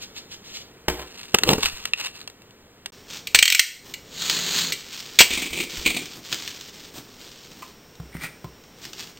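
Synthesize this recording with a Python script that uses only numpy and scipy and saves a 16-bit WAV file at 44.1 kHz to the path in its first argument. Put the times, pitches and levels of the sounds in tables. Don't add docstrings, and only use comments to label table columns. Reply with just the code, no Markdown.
import sys
import numpy as np
from scipy import signal
from scipy.fft import rfft, irfft
from scipy.io import wavfile
from scipy.ndimage import uniform_filter1d

SR = 44100
rng = np.random.default_rng(int(sys.argv[2]) if len(sys.argv) > 2 else 0)


def waveform_to_disk(signal):
    frames = np.transpose(np.atleast_2d(signal))
    scaled = np.clip(frames, -1, 1) * 32767
    samples = np.round(scaled).astype(np.int16)
    wavfile.write(sys.argv[1], SR, samples)


N = 405279
TIME = np.arange(N) / SR
SILENCE_START_S, SILENCE_END_S = 2.904, 2.921


def from_db(db):
    return 10 ** (np.asarray(db) / 20)


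def unit_power(x):
    return x / np.sqrt(np.mean(x ** 2) + 1e-20)


def level_curves(rows):
    start, *columns = np.transpose(rows)
    edged = np.r_[start[0] - .03, start, start[-1] + .03]
    curves = []
    for column in columns:
        db = np.interp(TIME, edged, np.r_[-100, column, -100])
        curves.append(from_db(db))
    return curves


def drift(rate):
    targets = rng.standard_normal(8192)
    return unit_power(np.interp(TIME * rate, np.arange(len(targets)), targets))


def colour(x, points, size=4096):
    hz, db = np.transpose(points)
    grid = np.maximum(np.arange(size // 2 + 1) * SR / size, 1)
    spectrum_db = np.interp(np.log(grid), np.log(hz), db)
    cepstrum = irfft(np.log(from_db(spectrum_db)))
    cepstrum[1:size // 2] *= 2
    cepstrum[size // 2 + 1:] = 0
    response = irfft(np.exp(rfft(cepstrum)))
    return signal.oaconvolve(x, response / np.linalg.norm(response))[:N]


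def resonate(x, modes):
    out = 0
    for hz, width, db in modes:
        r = np.exp(-np.pi * width / SR)
        feedback = [1, -2 * r * np.cos(2 * np.pi * hz / SR), r * r]
        ring = signal.lfilter([1, 0, -1], feedback, x + 1e-18)
        out = out + from_db(db) * (1 - r * r) / 2 * ring
    return out


def grains(per_s, spread_db, clump_db, clump_rate):
    sizes = from_db(spread_db * np.minimum(rng.exponential(1, N), 4)) * rng.choice([-1, 1], N)
    clicks = sizes * (rng.random(N) < per_s / SR)
    return unit_power(clicks * from_db(clump_db * drift(clump_rate)))


def contacts(rows, rise_s):
    force, t = np.zeros(N), TIME[:SR // 8]
    for start, db, decay in rows:
        shape = (1 - np.exp(-t / rise_s)) ** 2 * np.exp(-t / max(decay, 1e-4))
        at = round(start * SR)
        force[at:at + len(t)] += (from_db(db) * shape / shape.max())[:N - at]
    return force * rng.standard_normal(N)


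def alike(rows, decay_s):
    return [(start, db, decay_s) for start, db, *_ in rows]


def strokes(rows, attack_s, release_s):
    power = 0
    for start, hold, *levels in rows:
        before = np.maximum(start - TIME, 0) / attack_s
        after = np.maximum(TIME - start - hold, 0) / release_s
        shape = np.exp(-2 * np.minimum(before + after, 20))
        power = power + np.outer(from_db(levels) ** 2, shape)
    return np.sqrt(power)


# time in seconds, level in dB.
AIR_LEVELS = [(0, -49.5), (2.9, -52.5), (2.93, -49.5), (9.19, -50.5)]
# frequency in Hz, relative level in dB per Hz.
AIR_COLOUR = [(25, -1.5), (100, 2), (240, 2.5), (330, -0.5), (440, 3), (600, -5), (1000, -8), (3000, -11),
              (8000, -17.5), (15000, -17.5)]
# pitch in Hz, level in dB.
WHINE_TONES = [(5362, -65.5), (5674, -66)]


def background():
    level, = level_curves(AIR_LEVELS)
    whine = 0
    for hz, db in WHINE_TONES:
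        whine = whine + from_db(db) * np.sqrt(2) * np.sin(2 * np.pi * hz * TIME)
    air = level * colour(rng.standard_normal(N), AIR_COLOUR)
    return air + whine * (TIME > SILENCE_END_S)


# start in seconds, hold in seconds, relative level in dB.
SALT_STROKES = [(.025, 0.013, -40.5), (.168, 0.017, -42), (.316, 0.028, -48), (.45, 0.17, -52),
                (.548, 0.025, -42.5)]
# frequency in Hz, relative level in dB per Hz.
SALT_TONE = [(300, -20), (1000, -17), (2000, -8), (3000, 0), (4000, 0), (7000, -4.5), (9000, -14),
             (15000, -15.5)]


def shaker():
    stroke, = strokes(SALT_STROKES, attack_s=0.012, release_s=0.01)
    salt = stroke * grains(per_s=9000, spread_db=2.0, clump_db=1.5, clump_rate=29)
    return from_db(8) * colour(salt, SALT_TONE)


# start in seconds, relative peak in dB, decay in seconds.
HARD_KNOCKS = [(.8812, -9.5, 0.0041), (.897, -17.5, 0.0035), (3.3455, -9.5, 0.0019), (5.204, -0.5, 0.0069)]
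# start in seconds, hold in seconds, relative level in dB.
SHAKER_SLIDES = [(.935, 0.05, -43), (.995, 0.027, -36)]
# start in seconds, relative peak in dB.
BOARD_TAPS = [(7.998, -26), (8.055, -34), (8.148, -23), (8.237, -31.5), (8.442, -20)]
# frequency in Hz, relative level in dB per Hz.
HARD_KNOCK_COLOUR = [(40, -4.5), (105, -13.5), (190, -4.5), (700, 0.5), (1300, -3.5), (3200, -3),
                     (7000, -11.5), (15000, -12)]
# frequency in Hz, relative level in dB per Hz.
SOFT_TAP_COLOUR = [(40, -7), (110, 4.5), (190, 8), (450, -7.5), (900, -9), (3000, -21.5), (8000, -27),
                   (15000, -24)]
# frequency in Hz, width in Hz, relative level in dB.
BODY_MODES = [(60.4, 7.6, 20.5), (158.5, 21, 7.5), (290, 24, -1), (368, 16, 8), (468, 8.3, 13),
              (598, 31, -3.5), (734, 28, 1), (1030, 31, 3)]


def knocks_and_taps():
    slide, = strokes(SHAKER_SLIDES, attack_s=.012, release_s=0.019)
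    judder = grains(per_s=1200, spread_db=3, clump_db=2, clump_rate=80)
    hits = from_db(-4.0) * contacts(HARD_KNOCKS, rise_s=0.0013)
    knocks = colour(hits + from_db(0.5) * slide * judder, HARD_KNOCK_COLOUR)
    tap_force = contacts(alike(BOARD_TAPS, decay_s=0.0051), rise_s=0.0013)
    taps = from_db(-11.5) * colour(tap_force, SOFT_TAP_COLOUR)
    return knocks + taps + from_db(-3.5) * resonate(knocks + taps, BODY_MODES)


# start in seconds, relative peak in dB, decay in seconds.
LOW_THUDS = [(.886, -34, 0.048), (1.448, -23, 0.011), (1.525, -22, 0.031), (1.636, -20, 0.0091),
             (1.715, -34.5, 0.064), (5.503, -26, 0.0083), (5.770, -28, 0.017)]
# frequency in Hz, relative level in dB per Hz.
LOW_THUD_COLOUR = [(20, -2), (40, -12), (65, 3), (100, -23), (200, -18), (600, -26)]


def thuds():
    return from_db(-5.0) * colour(contacts(LOW_THUDS, rise_s=0.0016), LOW_THUD_COLOUR)


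# start in seconds, hold in seconds, relative rub level in dB,
# relative level driving the case's ring in dB.
CASE_RUBS = [(1.07, .26, -49.5, -53), (1.17, 0.082, -44, -49), (1.36, 0.011, -35, -48),
             (1.45, .03, -51, -46), (1.495, 0.041, -28, -23.5), (1.56, 0.036, -41, -51),
             (1.63, 0.032, -21.5, -25.5), (1.68, 0.2, -41.5, -45), (1.992, 0.08, -33.5, -34),
             (2.15, .07, -45, -50)]
# start in seconds, relative peak in dB, ring in dB relative to the creak.
CASE_CREAKS = [(1.3452, -5, -3.5), (1.3856, -9.5, -10), (1.4345, -6, -9), (1.49, -8, -4.5),
               (1.5326, -8.5, -7), (1.6314, -15.5, -5), (1.657, -14.5, -1), (1.8538, -19.5, -1.5),
               (1.9349, -25.5, 12), (2.214, -36, -10), (2.2752, -28.5, -0.5), (2.299, -40, -6),
               (2.419, -43.5, -5), (2.507, -47, -6), (2.859, -23.5, -9)]
# start in seconds, relative peak in dB.
PALM_BUMPS = [(1.3425, -8.5), (1.3865, -30), (1.435, -24), (1.4875, -12), (1.501, -10.5), (1.512, -11.5),
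              (1.529, -11), (1.550, -25.5), (1.581, -18)]
# start in seconds, hold in seconds, relative level in dB.
CAMERA_HEAVE = [(1.495, 0.032, -21)]
# frequency in Hz, relative level in dB per Hz.
RUB_COLOUR = [(200, -18.5), (600, -5.5), (1100, 2), (1800, 1), (2850, 1), (3400, 6), (4200, 7), (6500, 1),
              (8300, 0.5), (15000, -6.5)]
# frequency in Hz, width in Hz, gain in dB.
CASE_RESONANCES = [(2780, 295, 11.5), (2740, 100, 6), (1020, 110, -50)]
# frequency in Hz, relative level in dB per Hz.
BUMP_COLOUR = [(25, -9), (60, -9), (130, 0), (200, 1), (300, 0.5), (450, 3), (650, -7), (1100, -6.5),
               (2000, -21)]


def camera():
    rumble, = strokes(CAMERA_HEAVE, attack_s=0.043, release_s=0.021)
    rub, ring_drive = strokes(CASE_RUBS, attack_s=0.019, release_s=0.017)
    friction = grains(per_s=1800, spread_db=3.2, clump_db=2, clump_rate=140)
    creaks = from_db(0.5) * contacts(alike(CASE_CREAKS, decay_s=0.0028), rise_s=0.00038)
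    ring_rows = [(start, db + ring_db) for start, db, ring_db in CASE_CREAKS]
    ring_hits = from_db(8.5) * contacts(alike(ring_rows, decay_s=0.0018), rise_s=0.00022)
    body = contacts(alike(PALM_BUMPS, decay_s=0.0059), rise_s=0.00058) + rumble * friction
    surface = colour(creaks + rub * friction, RUB_COLOUR)
    ringing = resonate(ring_hits + ring_drive * friction, CASE_RESONANCES)
    return surface + ringing + colour(body, BUMP_COLOUR)


# start in seconds, hold in seconds,
# relative rustle level in dB, relative flapping level in dB.
FILM_HANDLING = [(2.94, 0.068, -53, -67), (3.11, 0.068, -37, -53.5), (3.86, 0.058, -48, -48),
                 (4.78, 0.26, -42.5, -65), (4.92, 0.092, -37, -61), (5.05, 0.12, -40.5, -54.5),
                 (6.09, 0.068, -42.5, -66), (6.165, 0.025, -50, -45.5), (6.25, 0.024, -41, -57),
                 (6.32, 0.021, -30, -39.5), (6.365, 0.14, -36.5, -50.5), (6.53, .16, -42.5, -56),
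                 (6.74, 0.15, -45, -55), (6.96, 0.026, -43, -40), (7.03, 0.15, -51.5, -60),
                 (7.2, .08, -45, -54.5), (7.32, .15, -48, -64), (7.5, 0.21, -51.5, -54),
                 (8.23, 0.014, -39.5, -44.5), (8.79, 0.21, -53, -54), (8.85, 0.0072, -35.5, -52),
                 (8.99, 0.038, -36.5, -52), (9.07, 0.033, -48.5, -51)]
# start in seconds, relative peak in dB.
CREASE_SNAPS = [(4.2209, -13.5), (4.2973, -3.5), (4.3664, -16), (4.5874, -8), (4.9886, -35), (5.7703, -19),
                (6.0561, -23.5), (6.3265, -9), (6.4764, -16), (6.6094, -23.5), (7.953, -37), (8.6375, -37),
                (8.9319, -23), (9.1723, -30)]
# frequency in Hz, relative level in dB per Hz.
CRACKLE_COLOUR = [(400, -14.5), (1000, -5.5), (2000, -0.5), (3200, 4.5), (4400, 4), (7000, -0.5),
                  (9000, -8.5), (15000, -10)]
# frequency in Hz, relative level in dB per Hz.
FLAPPING_COLOUR = [(30, -54.5), (90, -7.5), (175, 6), (330, 5.5), (480, -5), (800, -5.5), (2000, -12.5)]


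def film():
    rustle, flap = strokes(FILM_HANDLING, attack_s=0.021, release_s=0.018)
    crackle = rustle * grains(per_s=3200, spread_db=4.4, clump_db=1.4, clump_rate=110)
    flapping = flap * grains(per_s=2500, spread_db=2, clump_db=1, clump_rate=50)
    snaps = contacts(alike(CREASE_SNAPS, decay_s=.0035), rise_s=0.0002)
    bright = colour(from_db(-1.5) * crackle + from_db(-9.0) * snaps, CRACKLE_COLOUR)
    return bright + from_db(2) * colour(flapping, FLAPPING_COLOUR)


# start in seconds, relative level in dB.
NOTCH_SNAPS = [(3.2705, -19.5), (3.3465, 2.5), (3.3555, -2.5), (3.388, 2), (3.4255, 7.5), (3.454, 4),
               (3.4772, 4), (3.5005, 2.5), (3.5222, 4), (3.547, 3.5), (3.5935, 8), (3.938, -21)]
# start in seconds, relative level in dB,
# chatter decay in seconds.
KNIFE_CLATTER = [(4.7208, -15, 0.0087), (5.188, 2, 0.015), (5.204, 3.5, 0.016)]
# frequency in Hz, relative level in dB per Hz.
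SNAP_COLOUR = [(100, -27.5), (900, -25), (1400, -9), (2000, 1), (3100, 2.5), (5000, -1.5), (8000, -2),
               (10000, -26), (14000, -3), (16000, -15.5)]
# frequency in Hz, width in Hz, relative level in dB.
BLADE_MODES = [(2276, 180, -5), (2815, 180, -3), (3180, 170, -2), (4130, 550, -11.5), (7950, 94, 1),
               (8740, 170, 8.5)]
# frequency in Hz, width in Hz, relative level in dB.
HANDLE_RESONANCES = [(2010, 40, -4), (2330, 140, -3)]
MODE_SCATTER_DB = 3


def knife():
    snaps = colour(contacts(alike(NOTCH_SNAPS, decay_s=0.0041) + KNIFE_CLATTER, rise_s=0.00071), SNAP_COLOUR)
    blade = 0
    for mode in BLADE_MODES:
        uneven_snaps = snaps * from_db(MODE_SCATTER_DB * drift(30))
        blade = blade + resonate(uneven_snaps, [mode])
    handle = resonate(snaps, HANDLE_RESONANCES)
    return from_db(-6) * snaps + from_db(-4) * blade + from_db(-1.5) * handle


# time in seconds, relative level in dB.
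CUT_PRESSURE = [(4.05, -57.5), (4.206, -32), (4.224, -29), (4.232, -29.5), (4.294, -26.5), (4.482, -30),
                (4.596, -22), (4.71, -35)]
# start in seconds, hold in seconds, relative level in dB.
BLADE_PRESS = [(4.3, 0.43, -42.5)]
# frequency in Hz, relative level in dB per Hz.
HISS_COLOUR = [(400, -18.5), (900, -12), (1600, -7.5), (2500, -5.5), (3300, -1), (4300, 2.5), (5400, -9),
               (6800, -1), (9000, -14.5), (15000, -15)]
# frequency in Hz, relative level in dB per Hz.
BOARD_RUMBLE_COLOUR = [(30, -19), (100, -23.5), (165, 3), (260, -2.5), (340, -7), (440, -1.5), (600, -5.5),
                       (2000, -58)]


def slicing():
    hiss, = level_curves(CUT_PRESSURE)
    rumble, = strokes(BLADE_PRESS, attack_s=.15, release_s=0.015)
    catches = grains(per_s=9000, spread_db=3.8, clump_db=1.5, clump_rate=140)
    return from_db(0.47) * colour(hiss * catches, HISS_COLOUR) + colour(rumble * catches, BOARD_RUMBLE_COLOUR)


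# start in seconds, hold in seconds,
# relative tearing level in dB, relative rustle level in dB, relative flapping level in dB.
PEEL_PULLS = [(5.31, 0.03, -15.5, -14, -32), (5.375, .075, -22, -26, -33),
              (5.535, 0.098, -26.5, -32.5, -32), (5.7, 0.13, -47, -28.5, -40.5),
              (5.862, 0.039, -18, -39, -33.5), (5.945, 0.049, -30.5, -39, -36.5), (6.0, .06, -40, -36, -39)]
# start in seconds, relative peak in dB.
PATCH_TUGS = [(5.303, -18), (5.372, -16), (5.419, -19), (5.46, -27), (5.528, -25.5), (5.57, -26.5),
              (5.600, -20.5), (5.632, -33), (5.859, -15), (5.900, -22), (5.964, -20.5)]
# frequency in Hz, relative level in dB per Hz.
TEAR_COLOUR = [(300, -4.5), (900, -23), (1600, -13), (2050, 1.5), (2370, 10), (2800, 0), (3400, 0.5),
               (4500, -4.5), (5500, -19), (6800, -8), (8700, -6.5), (14000, -20), (16000, -17)]


def peeling():
    tear, rustle, flap = strokes(PEEL_PULLS, attack_s=.008, release_s=0.029)
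    tugs = contacts(alike(PATCH_TUGS, decay_s=.01), rise_s=0.0018)
    slips = grains(per_s=1300, spread_db=4, clump_db=2.8, clump_rate=80)
    crackle = rustle * grains(per_s=3500, spread_db=4.4, clump_db=1.6, clump_rate=110)
    tearing = colour(from_db(-7.0) * tear * slips + from_db(-3) * tugs, TEAR_COLOUR)
    crackling = from_db(-7.5) * colour(crackle, CRACKLE_COLOUR)
    drumming = colour(from_db(-7) * flap * slips + from_db(-9) * tugs, FLAPPING_COLOUR)
    rumble = from_db(-12) * colour(flap * slips, BOARD_RUMBLE_COLOUR)
    return tearing + crackling + drumming + rumble


# start in seconds, hold in seconds,
# relative level in dB.
LID_DRAG = [(8.152, 0.019, -40.5), (8.235, 0.025, -31)]
# start in seconds, relative peak in dB, decay in seconds.
RIM_BRUSH = [(7.621, -35.5, 0.0066)]
# frequency in Hz, width in Hz, relative level in dB.
SCRAPE_BANDS = [(930, 180, -8), (1460, 670, -3.5), (1950, 140, 7.5), (3800, 2100, -21.5),
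                (9300, 1400, -3.5), (12600, 600, -10)]
# frequency in Hz, width in Hz, relative level in dB.
RIM_RESONANCES = [(1040, 100, 7), (2070, 450, -10), (4300, 21000, -22)]
SQUEAK_HZ, SQUEAK_RISE_HZ_PER_S = 2230, 1700


def lid_and_rim():
    drag, = strokes(LID_DRAG, attack_s=.018, release_s=0.0098)
    hz = SQUEAK_HZ + SQUEAK_RISE_HZ_PER_S * np.clip(TIME - LID_DRAG[0][0], 0, 1)
    scrape = from_db(6.5) * drag * grains(per_s=2200, spread_db=4.5, clump_db=1.5, clump_rate=89)
    roughness = drift(260)
    squeak = from_db(-5.0) * drag * roughness * np.sin(2 * np.pi * np.cumsum(hz) / SR)
    rim = from_db(18) * resonate(contacts(RIM_BRUSH, rise_s=0.002), RIM_RESONANCES)
    return resonate(scrape, SCRAPE_BANDS) + squeak + rim


def kitchen(x, wet_db, t60=0.37, first_s=0.0027):
    t = TIME[:SR // 2]
    tail = rng.standard_normal(len(t)) * from_db(-60 * t / t60) * (t > first_s)
    return x + from_db(wet_db) * signal.oaconvolve(x, tail / np.linalg.norm(tail))[:N]


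def scene():
    handling = shaker() + knocks_and_taps() + slicing() + film() + peeling() + lid_and_rim()
    sound = kitchen(handling, wet_db=-7.0)
    sound = sound + kitchen(knife(), wet_db=-7.5)
    sound = sound + kitchen(camera(), wet_db=-16)
    sound = sound + thuds() + background()
    late = np.r_[np.zeros(4), sound[:-4]]
    left = np.where(TIME < SILENCE_START_S, late, sound)
    return np.array([left, sound])


def gain_control(x, limit_db=-10.0, release_db_per_s=44, attack_s=0.029):
    level = 10 * np.log10(np.abs(uniform_filter1d(x[1] ** 2, size=128)) + 1e-12)
    recovery = release_db_per_s * TIME
    over = np.maximum.accumulate(np.maximum(level - limit_db, 0) + recovery) - recovery
    keep = np.exp(-1 / (attack_s * SR))
    reduction_db = signal.lfilter([1 - keep], [1, -keep], over)
    return x * from_db(-reduction_db)


CUTOFF_HZ = 15800


def record(dry):
    clipped = np.clip(gain_control(dry), -.85, .85)
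    loud = clipped * ((TIME < SILENCE_START_S) | (TIME > SILENCE_END_S))
    notch = signal.butter(2, [9000, 12900], "bandstop", fs=SR, output="sos")
    dipped = signal.sosfilt(notch, loud) + from_db(-18.5) * loud
    band_limit = signal.ellip(10, .2, 70, CUTOFF_HZ, fs=SR, output="sos")
    return signal.sosfilt(band_limit, dipped)


dry = scene()
out = record(dry)
waveform_to_disk(out)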